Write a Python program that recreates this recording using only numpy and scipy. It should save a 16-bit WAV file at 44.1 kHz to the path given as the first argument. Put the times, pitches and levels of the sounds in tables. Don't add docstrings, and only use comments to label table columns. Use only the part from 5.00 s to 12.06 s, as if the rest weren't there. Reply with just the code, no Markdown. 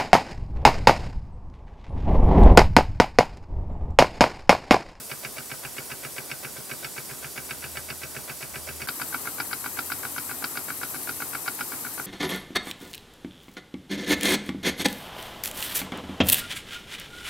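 import sys
import numpy as np
from scipy import signal
from scipy.fft import rfft, irfft, next_fast_len
from scipy.io import wavfile
from scipy.ndimage import uniform_filter1d, map_coordinates

SR = 44100
rng = np.random.default_rng(int(sys.argv[2]) if len(sys.argv) > 2 else 0)


def unload_audio(sound):
    columns = np.transpose(np.atleast_2d(sound))
    steps = np.round(np.clip(columns, -1, 1) * 32767)
    wavfile.write(sys.argv[1], SR, steps.astype(np.int16))


N = 311346
BESIDE, ABOVE = 0, 1

# (frequency [Hz], time to fade by 60 dB [s])
ROOM_FADE = [(150, 0.39), (1500, 0.074), (6000, 0.079)]
# (time [s], pitch [Hz], base level [dB])
DRONE_PATH = [(0.0, 86, -66), (2.0, 86, -64), (2.2, 71, -62), (2.55, 76, -57), (2.75, 80.3, -51.5),
              (3.1, 80, -57), (3.44, 78.7, -64), (3.62, 78, -50), (3.83, 79.8, -48), (3.89, 82, -68),
              (4.4, 85.8, -61), (5.3, 90, -57), (5.45, 87, -66), (7.06, 83, -66)]
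# (frequency [Hz], likeness [0 to 1])
EAR_LIKENESS = [(60, 0.17), (130, 0.17), (290, 0.55), (640, 0.49), (1410, 0.51), (3100, 0.66), (6820, 0.64),
                (15000, 0.58)], [(60, 0.25), (130, 0.18), (290, 0.7), (640, 0.5), (1410, 0.64),
                (3100, 0.44), (6820, 0.14), (15000, 0.69)]
# (frequency [Hz], left minus right [dB])
EAR_BALANCE = [(60, 29), (110, -2), (200, 4.5), (380, -3), (700, -3), (1290, -1.5), (2380, 0), (4400, -0.5),
               (8120, -0.5), (15000, 0.0)], [(60, 13), (110, 12), (200, -0.5), (380, -1.0), (700, -4),
               (1290, -6), (2380, 0.5), (4400, 4.0), (8120, 7), (15000, 1.5)]
# (frequency [Hz], relative level [dB])
FLAME_COLOUR = [(15, -51), (25, -28), (81, -8.5), (134, -10.5), (193, -2.5), (324, -2), (401, -0.5),
                (459, -3.5), (1030, -6), (1600, -11.5), (1910, -11), (2230, -15.5), (2500, -20),
                (3250, -43), (5500, -120)], [(15, -55), (25, -20), (129, -8.5), (182, -7), (273, -2.5),
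                (386, -4.5), (556, -9.5), (772, -7), (1250, -9), (1460, -16.5), (1770, -14), (2310, -17),
                (2500, -24), (3250, -50), (5500, -120)]
# (frequency [Hz], relative level [dB])
STEAM_COLOUR = [(880, -37), (1500, -9.5), (1620, -21), (1900, -19), (2270, -11.5), (2870, -9.5), (3110, -9),
                (4060, -8.5), (4700, -10.5), (6450, -7), (8170, -7), (8660, -6), (9280, -4), (12700, -2.5),
                (15800, -7.5)], [(880, -28.5), (1500, -17), (1770, -18), (2310, -19.5), (2480, -14),
                (3400, -15.5), (3980, -12.5), (6710, -11), (7620, -9), (8840, -8), (9470, -7),
                (10900, -6.5), (12200, -5.5), (14000, -7.5), (15800, -13)]
# (frequency [Hz], width [Hz], boost [dB])
STEAM_LIFTS = ([(4740, 370, 7.5), (5620, 510, 5.5), (6980, 200, 6), (8120, 500, 7.5), (9120, 200, 4.5),
               (9480, 190, 4), (10170, 300, 4.5), (12850, 370, 3)], [(4950, 270, 0), (7680, 330, 4),
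               (9520, 360, 4.5), (10330, 200, 4), (10800, 240, 1), (11750, 250, 3), (12600, 600, 4),
               (13600, 150, 5)])
# (start after the tick [ms], peak treble boost [dB])
EXHAUST_PUFF = [(90, 2.2), (86, 2.6)]
# (frequency [Hz], start after the tick [ms], swell time [ms], base level [dB])
BENCH_TONES = ([(136, 14.6, 13.9, -42.6), (243.4, 18.25, 6.8, -48), (412, 21, 3.3, -43),
               (435, 29, 2.16, -43), (616, 0.86, 5.7, -42)], [(136.7, 12.5, 15.8, -49.5),
               (259.8, 10.5, 7.8, -45), (266.5, 27.5, 9.1, -45), (430, -2, 1.67, -46),
               (502, 17.5, 3.7, -55.5), (415, 22.5, 4.5, -46.5)])
# (frequency [Hz], time to fade by 60 dB before FADE_SPEEDUP [s], knock beside [dB], tick beside [dB],
#  knock above [dB], tick above [dB], left minus right beside [dB], left minus right above [dB])
FRAME_TONES = [(611, 0.059, -52, -37.5, -63, -48, 7.5, 4), (803, 0.043, -43, -53, -32.5, -38, -2, 1),
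               (975, 0.061, -50, -50.5, -37.5, -39.5, -8, 4), (1170, 0.05, -48, -46, -33, -34, 4, 0),
               (1297, 0.038, -39, -46, -29.5, -45, -5, 6), (1401, 0.052, -42, -44, -22.5, -31.5, 5, -2.5),
               (1505, 0.058, -44, -39.5, -25.5, -28.5, 0, 4),
               (1631, 0.032, -31, -43.5, -28, -32.5, -1.5, 2), (1850, 0.027, -45, -46, -80, -55, 0, -4),
               (1990, 0.036, -42, -43, -39, -48, -6, -15), (2266, 0.045, -33.5, -40.5, -29, -37.5, -2, 4),
               (2513, 0.03, -32.5, -46, -42, -58, 4, -23), (2568, 0.059, -37.5, -43, -41, -45, -4, 11),
               (2816, .025, -33.5, -56, -39, -50, -1, 8), (3193, 0.039, -52, -55, -41.5, -54, -5, 5),
               (3370, 0.026, -55, -53, -52, -66, 2, 4), (3733, 0.024, -42, -54, -40, -68, -7, -12),
               (3990, 0.039, -67, -57, -42.5, -62, 0, 2), (4550, 0.024, -39.5, -66, -36, -62, -2, 7.5),
               (4850, 0.014, -42, -64, -37.5, -64, -15, 11), (5040, 0.033, -61, -66, -37, -66, 0, 1),
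               (5500, 0.033, -41.5, -61, -59, -68, 2, 2), (5520, .02, -52, -63, -43, -66, 0, 2)]
# (delay [ms], level change [dB], brightness above 1400 Hz [dB per octave])
TICK_BOUNCES = [(5.05, 2, 3), (10.92, 0, -6), (39.56, 2, -10), (54.2, -7, -5)], [(6.99, -12, 10),
                (11.92, -7.5, -4), (48, -17, -4)]
KNOCK_BOUNCES = [(4.5, -3, -1), (9, -16.5, -2), (15, -6, -14)], [(5.5, -11.5, 5.7), (11, -22, 2.3),
                 (17, -16, 3)]
# (time [s], strength [dB], sharpness above 2000 Hz [dB per octave])
CRANK_KNOCKS = [(-0.0194, 0, 0), (0.1145, 3, 2.0), (0.2484, 2, 2.5), (0.3822, 0, 1.0), (0.5155, 0.9, 0.5),
                (0.6489, 1, 0.7), (0.782, 1.5, 0.5), (0.9151, 0.5, 0), (1.0485, 0.5, 0), (1.1814, 2, 1.5),
                (1.3143, 2.2, 2), (1.4472, 1.5, -2), (1.5801, -14, -3), (1.713, 1.3, 0.9), (1.8454, 2, 3.5),
                (1.9789, 0.3, -1.0), (2.1116, -6, -6), (2.2442, 0, -2), (2.3766, 1.8, -3.7),
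                (2.5083, 2.5, 0.9), (2.6399, 0.5, -2), (2.7708, 4.0, 1.5), (2.902, 1.5, 3),
                (3.0333, 0, 1.7), (3.1647, -1, -1.9), (3.2954, 0.5, -1), (3.426, -0.0, 2),
                (3.5568, 0.5, 0.3), (3.6875, -1, 0.5), (3.8178, 0, 2.5), (3.8863, 1.5, 4),
                (4.015, 0.2, 1.5), (4.1435, 0.8, -3), (4.2723, -1.5, -6), (4.4005, 1.5, 3),
                (4.5294, 1.5, 2.5), (4.6595, -0.8, -2.2), (4.7889, 1, 1.5), (4.9186, 0, 3),
                (5.0498, -4, -1), (5.1801, -0.5, 1), (5.3111, -4, -6.0), (5.441, 1, 4), (5.5717, -0.5, 2),
                (5.702, -1.8, -6), (5.8316, -1.5, 1.0), (5.961, -12, -6), (6.0906, -0.7, -1),
                (6.22, -2.8, -4.5), (6.3496, -2, -3.4), (6.4784, 2, 3), (6.6076, 1, 1), (6.737, -11, -3),
                (6.8662, -9.5, -8), (6.996, -4, -8)]

GAP_START_S, GAP_END_S = 3.8668, 3.8724
SLACK_MS = 18.1
FADE_SPEEDUP = 1.294, 1.3
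TICK_DB, THUD_DB = (-3.3, -2.5), (0.6, 2.4)
STEAM_DB, BURNER_DB = (-39.1, -35.1), (-47, -44)


def amp(db):
    return 10 ** (np.asarray(db) / 20)


def unit(x):
    return x / np.sqrt(np.mean(x ** 2) + 1e-20)


def along(points, hz):
    freqs, values = np.transpose(points)
    return np.interp(np.log(hz + 1), np.log(freqs + 1), values)


def wobble(rate):
    return map_coordinates(rng.standard_normal(int(N * rate / SR) + 4), [np.arange(N) * rate / SR])


def filtered(x, response):
    size = next_fast_len(N + 8192)
    return irfft(rfft(x, size) * response(np.fft.rfftfreq(size, 1 / SR)), size)[..., :N]


def rushing_noise(colour_db, place, patchy_db):
    spectrum = signal.stft(rng.standard_normal((2, N)), nperseg=512)[2]
    patches = uniform_filter1d(uniform_filter1d(rng.standard_normal(spectrum.shape[1:]), 6, 0), 8, 1)
    noise = signal.istft(spectrum * amp(patchy_db * unit(patches)), nperseg=512)[1][:, :N]
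    spread = lambda hz: np.arccos(np.clip(along(EAR_LIKENESS[place], hz), 0, 1)) / 2
    mid, side = filtered(noise, lambda hz: amp(colour_db(hz)) * [np.cos(spread(hz)), np.sin(spread(hz))])
    balance = lambda hz: amp(np.outer([.5, -.5], along(EAR_BALANCE[place], hz)))
    return unit(filtered(np.array([mid + side, mid - side]), balance))


def knocks_at(place):
    return [row for row in CRANK_KNOCKS if (row[0] > GAP_START_S) == place]


def tick_times(place):
    return np.array([s - SLACK_MS / 1000 for s, _, _ in knocks_at(place)])


def swell(place, delay_ms, rise_ms):
    t = np.arange(N) / SR
    starts = tick_times(place) + delay_ms / 1000
    latest_start = starts[(np.searchsorted(starts, t) - 1).clip(0)]
    age = (t - latest_start).clip(0) * 1000 / rise_ms
    return age * np.exp(1 - age)


def room(x, echo_db):
    hz, t, spectrum = signal.stft(rng.standard_normal((2, SR // 3)), SR, nperseg=256)
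    tail = signal.istft(spectrum * amp(-60 * t / along(ROOM_FADE, hz)[:, None]), SR, nperseg=256)[1]
    delayed = np.pad(x, ((0, 0), (200, 0)))
    echo = signal.fftconvolve(delayed, tail / np.linalg.norm(tail[0]), axes=1)[:, :N]
    return x + amp(echo_db) * echo


def drone():
    times, *columns = np.transpose(DRONE_PATH)
    hz, db = [np.interp(np.arange(N) / SR, times, column) for column in columns]
    tone = np.sqrt(2) * np.sin(2 * np.pi * np.cumsum(hz) / SR)
    return tone * amp(db + 1.5 * wobble(7.1)) * amp([[3.6], [-4.6]])


def burner(place):
    flutter = amp(BURNER_DB[place] + 0.47 * wobble(12))
    return flutter * rushing_noise(lambda hz: along(FLAME_COLOUR[place], hz), place, patchy_db=1.0)


def steam(place):
    ripple_db = 1.08 * rng.standard_normal(400)
    lifts = lambda hz: sum(db / (1 + (2 * (hz - centre) / width) ** 2)
                           for centre, width, db in STEAM_LIFTS[place])
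    colour = lambda hz: along(STEAM_COLOUR[place], hz) + map_coordinates(ripple_db, [hz / 60]) + lifts(hz)
    hiss = amp(STEAM_DB[place] + 0.21 * wobble(12)) * rushing_noise(colour, place, patchy_db=0.72)
    lower = filtered(hiss, lambda hz: 1 / (1 + (hz / 6500) ** 8))
    delay_ms, puff_db = EXHAUST_PUFF[place]
    puff = amp(puff_db * swell(place, delay_ms, rise_ms=4.5))
    rocking = amp(1.77 * swell(place, delay_ms=-7.5, rise_ms=16.5))
    return (hiss - lower) * puff + lower * rocking


def bench_thud(tick_s, thud_db, place):
    t = np.arange(SR // 10) / SR
    sounds = []
    for hz, delay_ms, swell_ms, db in BENCH_TONES[place]:
        age = t * 1000 / swell_ms
        push = (age * np.exp(1 - age)) ** 3.16
        linger = .5 * age ** 2 / (1 + age ** 2) * np.exp(-age / 2.3)
        level_db = db + thud_db + rng.normal(0, 0.004) * hz
        tone = amp(level_db) * (push + linger) * np.sin(2 * np.pi * hz * t)
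        sounds.append((round((tick_s + delay_ms / 1000) * SR), tone * amp([[-1.8], [1.6]])))
    return sounds


def metal_strike(time_s, blow_db, place, bounces, is_tick, scatter_db, sharp_db=0):
    hz, fade_s, *levels = np.transpose(FRAME_TONES)
    t = np.arange(SR // 16) / SR
    bright_db = sharp_db * np.log2(hz / 2000).clip(0)
    balance_db = np.outer([.5, -.5], levels[4 + place])
    level_db = levels[2 * place + is_tick] + blow_db + bright_db + balance_db
    loose_hz = hz * (1 + rng.normal(0, .011, hz.shape))
    rise = 1 - np.exp(-t / 0.00016)
    fade = amp(-60 * FADE_SPEEDUP[place] * np.outer(1 / fade_s, t))
    ring = rise * fade * np.sin(2 * np.pi * np.outer(loose_hz, t))
    ring *= (-1) ** np.arange(len(hz))[:, None]
    octaves = np.log2(hz / 1400)
    light_db = 6 * octaves.clip(max=0)
    blows = [(0, 0.011)]
    for ms, db, brightness in bounces[place]:
        blows.append((ms + rng.normal(0, .1), db + brightness * octaves.clip(0) + light_db))
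    sounds = []
    for ms, db in blows:
        gains = amp(level_db + db + rng.normal(0, scatter_db, hz.shape))
        sounds.append((round((time_s + ms / 1000) * SR), gains @ ring))
    return sounds


def crank(place):
    hits = []
    for s in tick_times(place):
        tick_db, thud_db = rng.normal([TICK_DB[place], THUD_DB[place]], .3)
        hits += metal_strike(s, tick_db, place, TICK_BOUNCES, is_tick=True, scatter_db=2.6)
        hits += bench_thud(s, thud_db, place)
    for s, db, sharp_db in knocks_at(place):
        hits += metal_strike(s, db, place, KNOCK_BOUNCES, is_tick=False, scatter_db=1.9, sharp_db=sharp_db)
    out = np.zeros((2, N + 2 * SR))
    for start, sound in hits:
        out[:, SR + start:SR + start + sound.shape[1]] += sound
    return out[:, SR:SR + N]


def scene():
    far = drone()
    beside = room(crank(BESIDE), echo_db=-8.5) + steam(BESIDE) + burner(BESIDE) + far
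    above = room(crank(ABOVE), echo_db=-16) + steam(ABOVE) + burner(ABOVE) + far
    t = np.arange(N) / SR
    fade_out = ((GAP_START_S - t) * 2000).clip(.04, 1) * (t < GAP_END_S)
    fade_in = ((t - GAP_END_S) * 2000).clip(0, 1)
    return beside * fade_out + above * fade_in


def record(dry):
    bass_hz, top_hz = 30, 15780
    return filtered(dry, lambda hz: (hz < top_hz) * hz ** 2 / (hz ** 2 + bass_hz ** 2))


dry = scene()
out = record(dry)
unload_audio(out)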